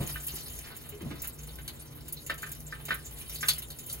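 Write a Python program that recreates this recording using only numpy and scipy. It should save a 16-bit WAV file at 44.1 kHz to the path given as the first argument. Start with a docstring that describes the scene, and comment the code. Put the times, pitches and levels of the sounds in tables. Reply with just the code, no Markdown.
"""Inside a honing machine's sheet-metal cabinet, close up on two spaced microphone ports.
Pump and motor hum, and the panels give a few dull bumps. Oil runs from a hose over an engine
block: it fizzes, snaps on the deck, squelches in the holes and clucks hollowly in a cylinder bore.
The steel honing head, fed into a bore, clinks hard on the iron."""
import sys
import numpy as np
from scipy import signal
from scipy.fft import rfft, irfft
from scipy.io import wavfile

SR = 44100
rng = np.random.default_rng(int(sys.argv[2]) if len(sys.argv) > 2 else 0)


def master_out(mix):
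    """Clip the mix to full scale and print it as 16-bit PCM to the path in sys.argv[1]."""
    frames = np.transpose(np.atleast_2d(mix))
    ceiling = np.clip(frames, -1, 1)
    pcm = np.round(ceiling * 32767).astype(np.int16)
    wavfile.write(sys.argv[1], SR, pcm)


N = 176400
TIME, HZ = np.arange(N) / SR, np.fft.rfftfreq(N, 1 / SR)
HIT_TIME = TIME[:SR // 3]


def amp(db):
    """Decibels to gain."""
    return 10 ** (np.asarray(db) / 20)


def unit_rms(x):
    """Scales to rms 1."""
    return x / np.sqrt(np.mean(x ** 2) + 1e-20)


def lookup(curve, hz):
    """Interpolates on a log-frequency axis."""
    curve_hz, values = np.transpose(curve)
    return np.interp(np.log(hz + 1), np.log(curve_hz + 1), values)


def add(mix, start_s, sound):
    """Mixes a sound in at start_s."""
    part = mix[max(round(start_s * SR), 0):][:len(sound)]
    part += sound[:len(part)]


def colour(x, spectrum):
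    """Filters x by a spectrum, rms 1."""
    gain = amp(lookup(spectrum, np.fft.rfftfreq(len(x), 1 / SR)))
    return unit_rms(irfft(rfft(x) * gain, len(x)))


def band_noise(hz, width_hz, size=N):
    """Noise around one resonance, rms 1."""
    detune = 2 * (np.fft.rfftfreq(size, 1 / SR) - hz) / width_hz
    return unit_rms(irfft(rfft(rng.standard_normal(size)) / (1 + detune ** 2), size))


def drift(cutoff_hz):
    """Slow random motion, rms 1."""
    return unit_rms(irfft(rfft(rng.standard_normal(N)) / (1 + (HZ / cutoff_hz) ** 4), N))


def fade(t60_s, rise_s):
    """Quick rise, exponential decay."""
    return (1 - np.exp(-HIT_TIME / rise_s)) * np.exp(-np.log(1000) * HIT_TIME / t60_s)


def burst(spectrum, t60_s, rise_s):
    """Decaying puff of coloured noise."""
    return colour(rng.standard_normal(len(HIT_TIME)), spectrum) * fade(t60_s, rise_s)


def ring(modes, rise_s):
    """Clear decaying resonances; their balance varies each time."""
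    power = sum(amp(db) ** 2 for _, db, _ in modes) / 2
    out = np.zeros(len(HIT_TIME))
    for hz, db, t60_s in modes:
        envelope = amp(db + rng.uniform(-1, 3.9)) * fade(t60_s, rise_s)
        out += envelope * np.sin(2 * np.pi * (hz * HIT_TIME + rng.random()))
    return out / np.sqrt(power)


# Each row: frequency in Hz, lead of the left port in radians.
PORT_LEAD_RAD = [(0, 0), (600, 0.8), (1750, 1.25), (2300, -1.6), (3500, -3), (4400, -5.5), (6000, -4.5),
                 (8500, -10.5), (13500, -15), (17000, -19)]


def ports(x):
    """Direct sound reaches the two ports out of step."""
    half_turn = np.exp(.5j * np.interp(HZ, *np.transpose(PORT_LEAD_RAD)))
    return irfft(rfft(x) * np.array([half_turn, half_turn.conj()]), N)


# Each row: frequency in Hz, echo t60 in seconds.
ECHO_T60_S = [(100, .22), (1500, 0.21), (5000, 0.11), (15000, 0.03)]
# Each row: frequency in Hz, echo gain in dB.
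ECHO_GAIN_DB = [(50, -23), (150, -10.5), (350, -3), (900, -2), (2000, -3), (5000, -1), (9000, -10.5),
                (15000, 6)]


def cabinet_echo(x):
    """Short, dense echoes off the sheet-metal walls, different at each port."""
    shape = (2, len(HIT_TIME))
    taps = rng.standard_normal(shape) * (rng.random(shape) < .1) * (HIT_TIME > .003)
    hz, age_s, bands = signal.stft(taps, SR, nperseg=256)
    t60_s = lookup(ECHO_T60_S, hz)[:, None]
    decay = np.exp(-np.log(1000) * age_s / t60_s) / np.sqrt(t60_s)
    _, tail = signal.istft(bands * decay, SR, nperseg=256)
    wet = signal.fftconvolve(x[None], tail / np.linalg.norm(tail[0]), axes=1)[:, :N]
    return irfft(rfft(wet) * amp(lookup(ECHO_GAIN_DB, HZ)), N)


# Each row: centre in Hz, level in dB, width in Hz.
HUM_TONES = [(57.8, -52, 8.9), (80, -59.5, 7.4), (120, -61.5, 8), (150.87, -54, 5.4), (240.3, -65.5, 27),
             (297.6, -68.5, 17), (455, -70.5, 40)]
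# Each row: frequency in Hz, relative density in dB.
RUMBLE_SPECTRUM = [(15, -17), (35, -10.5), (55, 0.5), (100, -4.5), (140, -2.5), (190, -11.5), (290, -11),
                   (450, -13.5), (700, -23.5), (1500, -26.5), (4000, -50)]


def machine():
    """Pump and motor: wavering low tones in a rumble."""
    out = amp(-53.5) * colour(rng.standard_normal(N), RUMBLE_SPECTRUM)
    for hz, db, width_hz in HUM_TONES:
        out += amp(db) * band_noise(hz, width_hz)
    return out


# Each row: start in seconds, level in dB, pitch in Hz, t60 in seconds.
PANEL_BUMPS = [(0, -26, 137, 0.23), (.012, -46, 317, .12), (0.336, -40, 371, 0.08), (.924, -39, 413, .19),
               (1.01, -38, 330, 0.11), (1.026, -32.5, 181, 0.12), (1.055, -32.5, 149.6, 0.21),
               (1.105, -36, 286.4, 0.21), (1.12, -41, 353, .08)]
# Each row: frequency in Hz, relative density in dB.
THUD_SPECTRUM = [(40, -6.5), (130, 4), (350, -5.5), (600, -18), (1100, -21), (2000, -35.5), (5000, -38.5)]


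def panel_bumps():
    """Cabinet panels give a soft boom with a dull thud."""
    out = np.zeros(N)
    for start_s, db, hz, t60_s in PANEL_BUMPS:
        boom = np.sin(2 * np.pi * hz * HIT_TIME) * fade(t60_s, rise_s=0.0017)
        thud = amp(-3.5) * burst(THUD_SPECTRUM, t60_s, rise_s=0.0023)
        add(out, start_s, amp(db) * (boom + thud))
    return out


def droplets(spectrum, per_s=180, spread_db=8.5):
    """Patter of random oil drops, mostly small, a few large; rms 1."""
    hits = (rng.random(N) < per_s / SR) * rng.choice([-1, 1], N)
    hits = hits * amp(spread_db * np.minimum(rng.exponential(1, N), 4))
    power = signal.fftconvolve(hits ** 2, fade(t60_s=0.027, rise_s=0.00015) ** 2)[:N]
    return colour(np.sqrt(abs(power)) * rng.standard_normal(N), spectrum)


def squelch(db, hz, width_hz, length_s):
    """An oil pocket collapses: a swelling, dying rasp around one resonance."""
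    age = 4 * TIME[:8192] / length_s
    return amp(db) * band_noise(hz, width_hz, len(age)) * age * np.exp(1 - age)


def small_squelches(spectrum, per_s=110, low_hz=2600, high_hz=14730):
    """Small oil pockets collapse at random times and pitches."""
    out = np.zeros(N)
    for when, strength, pitch, width in rng.random((round(per_s * N / SR), 4)):
        hz = low_hz + pitch * (high_hz - low_hz)
        scatter_db = 2 * (min(-np.log(1 - strength), 3) - 1)
        db = 0.5 + scatter_db + lookup(spectrum, hz) / 2
        add(out, when * N / SR, squelch(db, hz, width_hz=1230 * (.5 + width), length_s=0.027))
    return out


# Each row: time in seconds, fizz gain in dB, splash gain in dB.
OIL_FLOW = [(0.0, -49, -50), (0.27, -46, -57), (0.95, -60.5, -60), (1.14, -61.5, -56), (1.34, -56.5, -58.5),
            (1.5, -58, -58.5), (2.0, -58.5, -61), (2.08, -61.5, -60.5), (2.27, -56, -62.5),
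            (2.44, -56, -57), (2.68, -57, -60), (2.97, -56.5, -59), (3.21, -52.5, -56.5), (3.4, -48, -63),
            (3.5, -45, -60), (3.63, -57.5, -63), (3.81, -55.5, -60.5), (4.0, -49, -60)]
# Each row, both tables: frequency in Hz, relative density in dB.
FIZZ_SPECTRUM = [(1000, -21), (3000, -6.5), (4200, -10.5), (5500, -6.5), (8500, -1.5), (11000, 2.5),
                 (13300, 1), (14500, -1.5), (16000, -.5)]
SPLASH_SPECTRUM = [(200, -19), (500, 2), (900, 1), (1500, -0.5), (2300, 1.5), (3300, 1), (4200, -0.5),
                   (5300, -18), (9000, -5.5)]


def oil_stream():
    """Hose oil on the block: flickering fizz, drops and a lower splash follow the flow."""
    time_s, fizz_db, splash_db = np.transpose(OIL_FLOW)
    flicker = drift(cutoff_hz=39)
    fizz = colour(rng.standard_normal(N), FIZZ_SPECTRUM) * amp(-0.5 + 2.4 * flicker)
    drops = amp(-0.5) * droplets(FIZZ_SPECTRUM)
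    splash = colour(rng.standard_normal(N), SPLASH_SPECTRUM)
    splash *= amp(-1 + 1.1 * flicker + 3.9 * drift(cutoff_hz=34))
    splash *= amp(np.interp(TIME, time_s, splash_db))
    spray = fizz + drops + small_squelches(FIZZ_SPECTRUM)
    return splash + spray * amp(np.interp(TIME, time_s, fizz_db))


# Each row: start in seconds, snap level in dB, wet body level in dB.
OIL_SPATS = [(.094, -29.5, -55), (.266, -23.5, -48), (0.355, -30, -43), (.498, -36, -47), (0.576, -39, -51),
             (.765, -33, -52), (.889, -33, -49.5), (1.218, -26, -42.5), (1.243, -31, -43.5),
             (1.272, -25.5, -50), (1.432, -42, -46.5), (2.08, -32.5, -47), (2.124, -23, -49),
             (2.263, -32.5, -40), (2.378, -40, -44), (2.42, -32.5, -41.5), (2.516, -28, -42.5),
             (2.852, -31.5, -41), (2.942, -28, -55), (3.184, -36, -48), (3.345, -29.5, -45),
             (3.406, -39, -38), (3.581, -26.5, -52), (3.621, -32, -49), (3.786, -33.5, -41.5),
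             (3.862, -31.5, -50), (3.926, -25, -46)]
# Each row, both tables: frequency in Hz, relative density in dB.
SNAP_SPECTRUM = [(2000, -28), (6000, -20), (8500, -7), (11000, 1), (13500, 0), (16000, -.5)]
WET_BODY_SPECTRUM = [(700, -30), (2200, -2), (4000, -3), (5300, -14), (7000, 9.5), (9000, -3.5),
                     (14000, -13)]
# Each row: start in seconds, relative level in dB, centre in Hz, width in Hz, length in seconds.
HOLE_SQUELCHES = [(0.062, -39.5, 6800, 900, 0.02), (0.279, -45, 3100, 1200, 0.024),
                  (0.288, -45.5, 4600, 1200, 0.026), (0.327, -53, 1960, 2640, 0.038),
                  (.35, -42.5, 6360, 6000, .07), (0.631, -47.5, 1910, 3730, 0.11),
                  (0.699, -47.5, 1100, 2400, 0.056), (0.917, -47.5, 2390, 1590, 0.029),
                  (1.005, -46, 2140, 2200, 0.026), (1.105, -41, 2130, 2400, 0.027),
                  (1.191, -47, 6000, 2220, 0.031), (1.233, -44, 2200, 3000, 0.038),
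                  (1.387, -45.5, 6600, 1100, 0.023), (1.486, -46, 3850, 1200, 0.019),
                  (1.792, -44, 9000, 2620, .04), (2.166, -44, 4140, 700, 0.029),
                  (2.663, -42.5, 7360, 1100, 0.032), (3.042, -41.5, 7100, 1300, 0.055),
                  (0.458, -45, 4360, 1300, 0.027), (3.209, -43.5, 2700, 1100, 0.02),
                  (3.193, -40, 10700, 2600, .05), (3.574, -46.5, 2260, 1500, 0.021),
                  (3.619, -40.5, 3270, 1400, 0.016), (3.898, -49, 4160, 700, 0.015),
                  (3.9, -40.5, 9400, 5000, 0.054)]


def oil_spats():
    """Larger blobs snap on the deck of the block and squelch in its holes."""
    out = np.zeros(N)
    for start_s, snap_db, body_db in OIL_SPATS:
        snap = amp(snap_db) * burst(SNAP_SPECTRUM, t60_s=0.049, rise_s=0.0018)
        body = amp(body_db) * burst(WET_BODY_SPECTRUM, t60_s=0.11, rise_s=0.0014)
        add(out, start_s, snap + body)
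    for start_s, db, hz, width_hz, length_s in HOLE_SQUELCHES:
        add(out, start_s, squelch(db - 3.5, hz, width_hz, length_s))
    return out


# Each row: start in seconds, level in dB, splat gain in dB.
BORE_CLUCKS = [(.157, -35, -8), (1.585, -47.5, 2), (2.296, -28, 1.5), (2.43, -32.5, -7.5), (2.465, -41, -2),
               (2.724, -33, -11.5), (2.883, -40.5, 7.5), (2.906, -25, -4.5), (2.917, -29, -5),
               (3.429, -27.5, -2)]
# Hollow resonances of the bore. Each row: frequency in Hz, relative level in dB, t60 in seconds.
BORE_MODES = [(1223, -9, 0.066), (1297, -6, 0.072), (1520, -0.5, 0.061), (1594, -1, 0.098),
              (1793, -1.5, .1), (1986, -12, 0.1), (2154, -20.5, .1), (2346, -9.5, 0.11), (2610, -23, 0.13),
              (3365, -17, 0.051), (3680, -17, 0.067)]
# Each row: frequency in Hz, relative density in dB.
SPLAT_SPECTRUM = [(150, -10.5), (450, -5), (850, -9), (1300, -2.5), (1800, 1), (2600, -2), (3500, -3.5),
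                  (6000, -23), (14000, -18.5)]


def bore_clucks():
    """Oil glugs in the cylinder bore: bubbles ring the cavity, a hollow cluck with a wet splat."""
    out = np.zeros(N)
    for start_s, db, splat_db in BORE_CLUCKS:
        hollow = amp(-1.5) * ring(BORE_MODES, rise_s=0.00082)
        splat = amp(splat_db) * burst(SPLAT_SPECTRUM, t60_s=0.098, rise_s=0.0015)
        add(out, start_s, amp(db) * (hollow + splat))
    return out


# Each row: start in seconds, level in dB.
HEAD_CLINKS = [(1.678, -32.5), (3.358, -37), (3.4841, -15.5), (3.4895, -20.5), (3.511, -35), (3.703, -37.5),
               (3.898, -35.5)]
# Each row: frequency in Hz, relative level in dB, t60 in seconds.
CLINK_MODES = [(1880, -21, 0.09), (3350, -5.5, 0.1), (4150, 4, 0.083), (4475, 2, 0.088), (4740, -7, 0.094),
               (7200, -12, 0.13), (8877, -8, .08), (9280, -15, .1), (11500, 3.5, 0.086), (12205, -1, .1)]
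# Each row: frequency in Hz, relative density in dB.
CRACK_SPECTRUM = [(200, -22), (500, -12.5), (800, -18), (1600, -7.5), (2700, -7), (3400, 2.5), (4500, 2),
                  (5300, -10.5), (6300, -2), (7500, -1), (9300, -1), (13000, -0.5), (14200, -8),
                  (16000, -8.5)]


def head_clinks():
    """The steel honing head strikes the iron bore: a sharp crack over a bright ring."""
    out = np.zeros(N)
    for start_s, db in HEAD_CLINKS:
        steel = amp(-9.5) * ring(CLINK_MODES, rise_s=0.0002)
        crack = amp(-1) * burst(CRACK_SPECTRUM, t60_s=0.082, rise_s=0.00025)
        add(out, start_s, amp(db) * (steel + crack))
    return out


def scene():
    """All sources sound directly and off the walls; some hum comes from all around."""
    bore = bore_clucks() + head_clinks()
    background = machine() + panel_bumps()
    oil = oil_spats() + oil_stream()
    surround = amp(-11.5) * machine() * np.array([[1], [-1]])
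    echo = cabinet_echo(amp(-1.5) * oil + amp(-5.5) * bore + amp(-.5) * background)
    return ports(oil + bore + background) + surround + echo


def record(dry):
    """Steep low-pass on both channels."""
    cutoff_hz = 15850
    lowpass = signal.firwin(511, cutoff_hz, window=("kaiser", 9), fs=SR)
    return signal.oaconvolve(dry, lowpass[None], "same")


dry = scene()
out = record(dry)
master_out(out)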